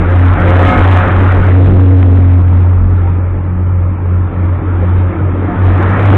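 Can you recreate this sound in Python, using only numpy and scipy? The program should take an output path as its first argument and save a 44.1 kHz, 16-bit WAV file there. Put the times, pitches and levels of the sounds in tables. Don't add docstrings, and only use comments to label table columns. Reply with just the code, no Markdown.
import sys
import numpy as np
from scipy import signal
from scipy.fft import rfft, irfft, next_fast_len
from scipy.io import wavfile
from scipy.ndimage import uniform_filter1d, map_coordinates

SR = 44100
rng = np.random.default_rng(int(sys.argv[2]) if len(sys.argv) > 2 else 0)


def ratio(d):
    e = np.asarray(d, float) / 20
    return 10 ** e


def generate_wav(sig):
    pcm = np.round(np.clip(np.atleast_2d(sig).T, -1, 1) * 32767).astype(np.int16)
    wavfile.write(sys.argv[1], SR, pcm)


N = 272097


def unit(x):
    return x / np.sqrt(np.mean(x ** 2) + 1e-20)


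def curves(rows):
    seconds, *columns = np.transpose(rows)
    return [np.interp(np.arange(N) / SR, seconds, column) for column in columns]


def wobble(rate):
    points = rng.standard_normal(int(N * rate / SR) + 4)
    return map_coordinates(points, [np.arange(N) * rate / SR])


def filtered(x, response):
    size = next_fast_len(N + 8192)
    return irfft(rfft(x, size) * response(np.fft.rfftfreq(size, 1 / SR)), size)[:N]


def rush(spectrum, patchy_db):
    z = signal.stft(rng.standard_normal(N), nperseg=1024)[2]
    patches = uniform_filter1d(rng.standard_normal(z.shape), 5, 0)
    patches = uniform_filter1d(patches, 5, 1)
    noise = signal.istft(z * ratio(patchy_db * unit(patches)), nperseg=1024)[1][:N]
    f, db = np.transpose(spectrum)
    return unit(filtered(noise, lambda hz: ratio(np.interp(np.log(hz + 1), np.log(f + 1), db))))


def swells(s, width, *peaks_db):
    coarse = np.arange(0, N + 99, 100)
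    bells = np.exp(-((coarse / SR - s[:, None]) / width[:, None]) ** 2)
    return [np.interp(np.arange(N), coarse, np.sqrt(ratio(2 * db) @ bells ** 2)) for db in peaks_db]


def swell(rows, rest_db):
    s, db, width = np.transpose(rows)
    return np.hypot(swells(s, width, db)[0], ratio(rest_db))


def drone_db():
    # time in seconds, firing tone in dB.
    nearest = [(0.0, -15), (0.15, -7), (0.27, -6.5), (0.95, -6.5), (1.25, -7.5), (1.6, -4.5), (1.84, -4),
               (2.37, -6), (2.99, -9), (3.44, -15.5), (3.73, -10.5), (4.15, -9.5), (4.8, -12), (5.0, -8.5),
               (5.4, -12.5), (5.65, -6.5), (5.9, -10), (6.17, -3)]
    # time in seconds, depth in dB, half width in seconds.
    beats = [(.38, -21.5, .05), (0.734, -26.5, .05), (1.078, -13.5, .06), (1.421, -3, 0.095),
             (1.7, -1.5, .05), (2.44, -1.5, 0.054), (3.985, -8, 0.11), (4.32, -14.5, 0.076),
             (4.611, -10.5, .06), (5.143, -18.5, .075), (5.36, -4, 0.058), (5.53, -27.5, 0.088),
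             (5.799, -3, 0.038), (5.979, -6, 0.079)]
    t = np.arange(0, N + 99, 100) / SR
    power_left = [1 - (1 - ratio(2 * db)) * np.exp(-((t - s) / width) ** 2) for s, db, width in beats]
    dips_db = 10 * np.log10(np.prod(power_left, axis=0))
    return curves(nearest)[0] + np.interp(np.arange(N) / SR, t, dips_db)


def exhaust(phase):
    # time in seconds, peak in dB, half width in seconds.
    lopes = [(.03, -13, .05), (.33, -17, .1), (.85, -20.5, 0.24), (1.39, -13, .05), (1.52, -20.5, 0.06),
             (1.7, -12.5, 0.079), (2.2, -19.5, .15), (2.49, -21, 0.14), (2.83, -12, 0.076),
             (3.1, -24, 0.24), (3.33, -21, 0.068), (3.82, -24.5, 0.23), (5.7, -16.5, 0.062),
             (6.05, -29, .06)]
    # time in seconds, peak in dB, half width in seconds.
    overtone = [(0, -16, 0.048), (.25, -30, 0.14), (.42, -21, .08), (.72, -21, 0.049), (1.1, -21, 0.11),
                (1.39, -21, 0.046), (1.73, -13, 0.073), (2.4, -26, 0.036), (2.7, -28, 0.065),
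                (2.9, -28.5, 0.16), (3.2, -25.5, 0.064), (3.55, -24, 0.098), (3.9, -28.5, .12),
                (4.13, -25.5, 0.048), (4.4, -27.5, 0.15), (4.85, -28, 0.082), (5.15, -28, 0.11),
                (5.55, -27.5, 0.14), (5.9, -22.5, 0.091), (6.17, -14, 0.031)]
    # multiple of the firing rate, level in dB.
    weak_orders = [(1.5, -3.5), (2.5, -19), (3, -6.5), (3.5, -7.5), (4, -12.5), (6, -11.5)]
    firing = ratio(drone_db() + 4.5) * np.sin(phase + 0.2 * wobble(14) + 0.096 * wobble(40))
    half_gain = swell(lopes, rest_db=-32) * ratio(4.0 + 1.6 * wobble(6.2))
    half = half_gain * np.sin(phase / 2 + 0.67 * wobble(12))
    double_gain = swell(overtone, rest_db=-37) * ratio(4.5)
    double = double_gain * np.sin(2 * phase + 0.78 * wobble(12))
    out = firing + half + double
    for multiple, db in weak_orders:
        out += ratio(db - 28.0 + 4.5 * wobble(8)) * np.sin(multiple * phase + 1.9 * wobble(10))
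    return out


def wheels():
    # time in seconds, rumble in dB.
    bogies = [(0, -20.5), (.29, -25), (.38, -21), (.77, -17.5), (.88, -23), (1.06, -20), (1.44, -21),
              (1.65, -19.5), (1.84, -30), (2.06, -24), (2.2, -30.5), (3, -30), (3.8, -34.5), (4.6, -28),
              (5.45, -24.5), (5.8, -21.5), (6.1, -19), (6.17, -11.5)]
    # time in seconds, peak in dB, half width in seconds.
    thuds = [
        (.33, -20, 0.1),
        (1.05, -16.5, 0.093),
        (1.8, -18.5, 0.07),
        (2.15, -25.5, .1),
        (2.6, -22, .12),
        (3.86, -31.5, 0.076),
        (4.4, -30.5, 0.091),
        (5.19, -21, 0.045),
        (5.95, -18.5, 0.087),
    ]
    # frequency in Hz, level in dB per Hz.
    ground_colour = [(12, -37), (24, 2), (40, 2), (65, 3.5), (90, -2), (120, -40)]
    # frequency in Hz, level in dB per Hz.
    thrum_colour = [(70, -36.5), (100, 10.5), (130, 5.5), (170, 8), (210, 3.5), (270, -41.5)]
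    # frequency in Hz, level in dB per Hz.
    wheel_colour = [(120, -34), (200, -10.5), (243, -2.5), (270, 0), (317, 1.5), (383, -5.5), (428, -4.5),
                    (700, -17.5), (910, -40.5), (1540, -120)]
    rumble_db = curves(bogies)[0]
    nearer_db = rumble_db + 29
    shake_db = -32.5 + 0.7 * nearer_db + 2.0 * wobble(5)
    thrum_db = -28 + 0.43 * nearer_db
    ground = ratio(shake_db + 4.0) * rush(ground_colour, patchy_db=3.0)
    thrum = swell(thuds, thrum_db) * ratio(-1.0) * rush(thrum_colour, patchy_db=-0.6)
    rumble = ratio(rumble_db + 2.5 + 0.39 * wobble(12)) * rush(wheel_colour, patchy_db=1.5)
    return ground + thrum + rumble


def casing(phase):
    # time in seconds, roar in dB.
    engines = [(0, -22.5), (.25, -20.5), (.32, -17.5), (.6, -17), (.72, -14), (.95, -15.5), (1.25, -18),
               (1.49, -20), (1.54, -27), (1.88, -31), (2.1, -29.5), (2.75, -30), (3.6, -34), (4.3, -31.5),
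               (4.8, -28.5), (5.4, -27.5), (5.95, -17.5), (6.17, -19)]
    # frequency in Hz, level in dB per Hz.
    far_colour = [(350, -36), (600, 4.5), (618, -10), (794, 0.5), (1230, -1.5), (1330, 1.5), (1520, -9.5),
                  (1720, -9), (1900, -19), (2470, -42.5), (4180, -120)]
    # frequency in Hz, level in dB per Hz.
    near_colour = [(350, -35), (600, 0.5), (664, -11), (717, 4.5), (775, -5), (849, 0), (935, -3.5),
                   (1300, -1), (1900, -11), (2470, -44), (4180, -120)]
    # frequency in Hz, level in dB per Hz.
    rattle_colour = [(1000, -28), (1700, -1.5), (1910, -3), (2300, -4), (2460, -8), (2820, -16),
                     (3420, -22), (4000, -27.5), (5200, -58), (8800, -120)]
    roar_db = curves(engines)[0]
    lag_s = 0.056
    late_roar_db = curves(np.add(engines, [lag_s, 0]))[0]
    rattle_db = -41.5 + 1.06 * (late_roar_db + 29) + 0.58 * wobble(9.8)
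    near = np.clip((roar_db + 29) / 8, 0, 1)
    roar = np.sqrt(1 - near) * rush(far_colour, patchy_db=0.8)
    roar += np.sqrt(near) * rush(near_colour, patchy_db=1.5)
    roar *= ratio(roar_db - 0.57 + 0.4 * wobble(12))
    rattle = ratio(rattle_db + 1.0) * rush(rattle_colour, patchy_db=1.0)
    throb = ratio(0.57 * np.sin(phase) + 0.13 * wobble(30))
    return unit(throb) * (roar + rattle)


def rail():
    # time in seconds, half width in seconds,
    # level of the wheel disc in dB, of low rail tones in dB, of high rail tones in dB.
    passes = [
        (.12, .07, -26.5, -35.5, -34),
        (0.499, .07, -19.5, -27, -31.5),
        (0.601, 0.037, -21.5, -27.5, -38),
        (.72, 0.09, -22, -19.5, -17),
        (1.05, .12, -27, -30, -28),
        (1.411, 0.054, -28.5, -32.5, -32),
    ]
    # pitch in Hz, unsteadiness per second, level in dB.
    disc_modes = [(532.6, 14, 3)]
    # pitch in Hz, width in Hz (also unsteadiness per second), level in dB.
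    low_modes = [(250.7, 14, 2.5), (309, 17, -3.5), (733, 8.1, 0.5), (842, 15, -9)]
    # pitch in Hz, width in Hz (also unsteadiness per second), level in dB.
    high_modes = [(1266, 16, 2), (1705, 12, -11.5), (2140, 13, -9)]
    s, width, *levels = np.transpose(passes)
    out, t = np.zeros(N), np.arange(N) / SR
    for modes, near in zip((disc_modes, low_modes, high_modes), swells(s, width, *levels)):
        for hz, rate, db in modes:
            gain = np.sqrt(2) * near * ratio(db + 0.9 * wobble(rate))
            out += gain * np.sin(2 * np.pi * hz * t + 1.0 * wobble(rate))
    return out


def knocks():
    # start in seconds, level in dB, centre in Hz, width as a share of the centre,
    # time to fade by 60 dB in seconds.
    hits = [
        (0.92, -19, 885, 0.82, 0.02),
        (1.65, -15, 997, 0.49, 0.2),
        (2.027, -7, 651, 0.96, 0.013),
        (2.253, -25, 810, 0.51, 0.034),
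        (2.64, -28, 876, .15, 0.13),
        (2.715, -26.5, 916, 0.11, 0.18),
        (5.249, -25, 420, 0.28, .08),
        (5.49, -27, 790, 0.31, 0.23),
    ]
    out, t = np.zeros(N + SR), np.arange(SR // 4) / SR
    for s, db, hz, width, t60 in hits:
        edge = 1 + np.clip(width, .02, 2)
        b, a = signal.butter(2, [hz / edge, hz * edge], "bandpass", fs=SR)
        attack = 1 - np.exp(-t / (0.099 * t60))
        fade = ratio(db - 60 * t / t60) * attack
        noise = signal.lfilter(b, a, rng.standard_normal(2 * len(t)))[len(t):]
        burst = unit(fade * noise) * np.sqrt(np.mean(fade ** 2))
        out[round(s * SR):][:len(t)] += burst
    return out[:N]


def squeals():
    # middle in seconds, half length in seconds, peak in dB, pitch in Hz, glide in Hz per second.
    chirps = [
        (2.66, 0.018, -28.5, 800, 503),
        (2.655, .02, -30.5, 919, 802),
        (3.05, 0.021, -31.5, 788, 297.5),
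        (3.082, 0.022, -32.5, 928, 1802),
        (4.65, .025, -19.5, 304, 103),
        (4.835, 0.018, -23.5, 511, -300),
        (5.51, 0.025, -22.5, 711, 301.5),
        (5.55, .025, -27, 898, 200),
    ]
    out, t = np.zeros(N), np.arange(N) / SR
    flutter = .5 * wobble(60)
    for s, width, db, hz, glide in chirps:
        near = slice(round((s - .1) * SR), round((s + .1) * SR))
        u = t[near] - s
        bell = np.exp(-(u / width) ** 2)
        tone = np.sin(2 * np.pi * (hz + glide * u / 2) * u + flutter[near])
        out[near] += np.sqrt(2) * ratio(db) * bell * tone
    return out


def overload():
    return ratio(1.2 * np.clip(drone_db() + 8.0, 0, 4) - 0.19)


def scene():
    # time in seconds, firing rate in Hz.
    firing_rate = [(0.0, 86.65), (0.14, 89.88), (0.38, 89.51), (0.46, 90.88), (0.65, 90.52), (0.72, 92.76),
                   (0.82, 91.66), (1.79, 92.76), (2.35, 89.37), (5.14, 90.25), (5.24, 91.93), (5.53, 90.57),
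                   (5.62, 93.33), (5.84, 92.5), (5.98, 99.7), (6.17, 96.33)]
    phase = 2 * np.pi * np.cumsum(curves(firing_rate)[0]) / SR
    train = exhaust(phase) + wheels() + casing(phase) + rail() + knocks() + squeals()
    return (overload() * train)[None]


def squeeze(x, slow_rate):
    error_db, mute_db = -4.5, -84.5
    hz, t, z = signal.stft(x, slow_rate, nperseg=512)
    band_db = uniform_filter1d(20 * np.log10(np.abs(z) + 1e-9), size=17, axis=0)
    error = rng.standard_normal(z.shape) + 1j * rng.standard_normal(z.shape)
    uneven_db = 3.5 * rng.standard_normal((17, len(t))).repeat(16, 0)[:len(hz)]
    heard = (hz[:, None] < 2600) | (band_db > mute_db + uneven_db)
    rough = (z + ratio(band_db + error_db) * error) * heard
    return signal.istft(rough, nperseg=512)[1][:len(x)]


def roll_off(x):
    return signal.sosfilt(signal.butter(12, 15870, fs=SR, output="sos"), x)


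def record(dry):
    slow_rate = 8000
    slow = signal.resample_poly(dry[0], slow_rate // 100, SR // 100)
    slow = squeeze(np.clip(slow, -.699, .699), slow_rate)
    slow = np.clip(slow, -.704, .704)
    smoothing = signal.firwin(441 * 26 + 1, 3880, fs=slow_rate * 441, window=("kaiser", 9.))
    full = signal.resample_poly(slow, SR // 100, slow_rate // 100, window=smoothing)[:N]
    full = np.pad(full, (0, N - len(full)))
    hiss = ratio(-97) * rng.standard_normal(N)
    full = np.clip(full, -.7035, .7035) + hiss
    return roll_off(full[None])


dry = scene()
out = record(dry)
generate_wav(out)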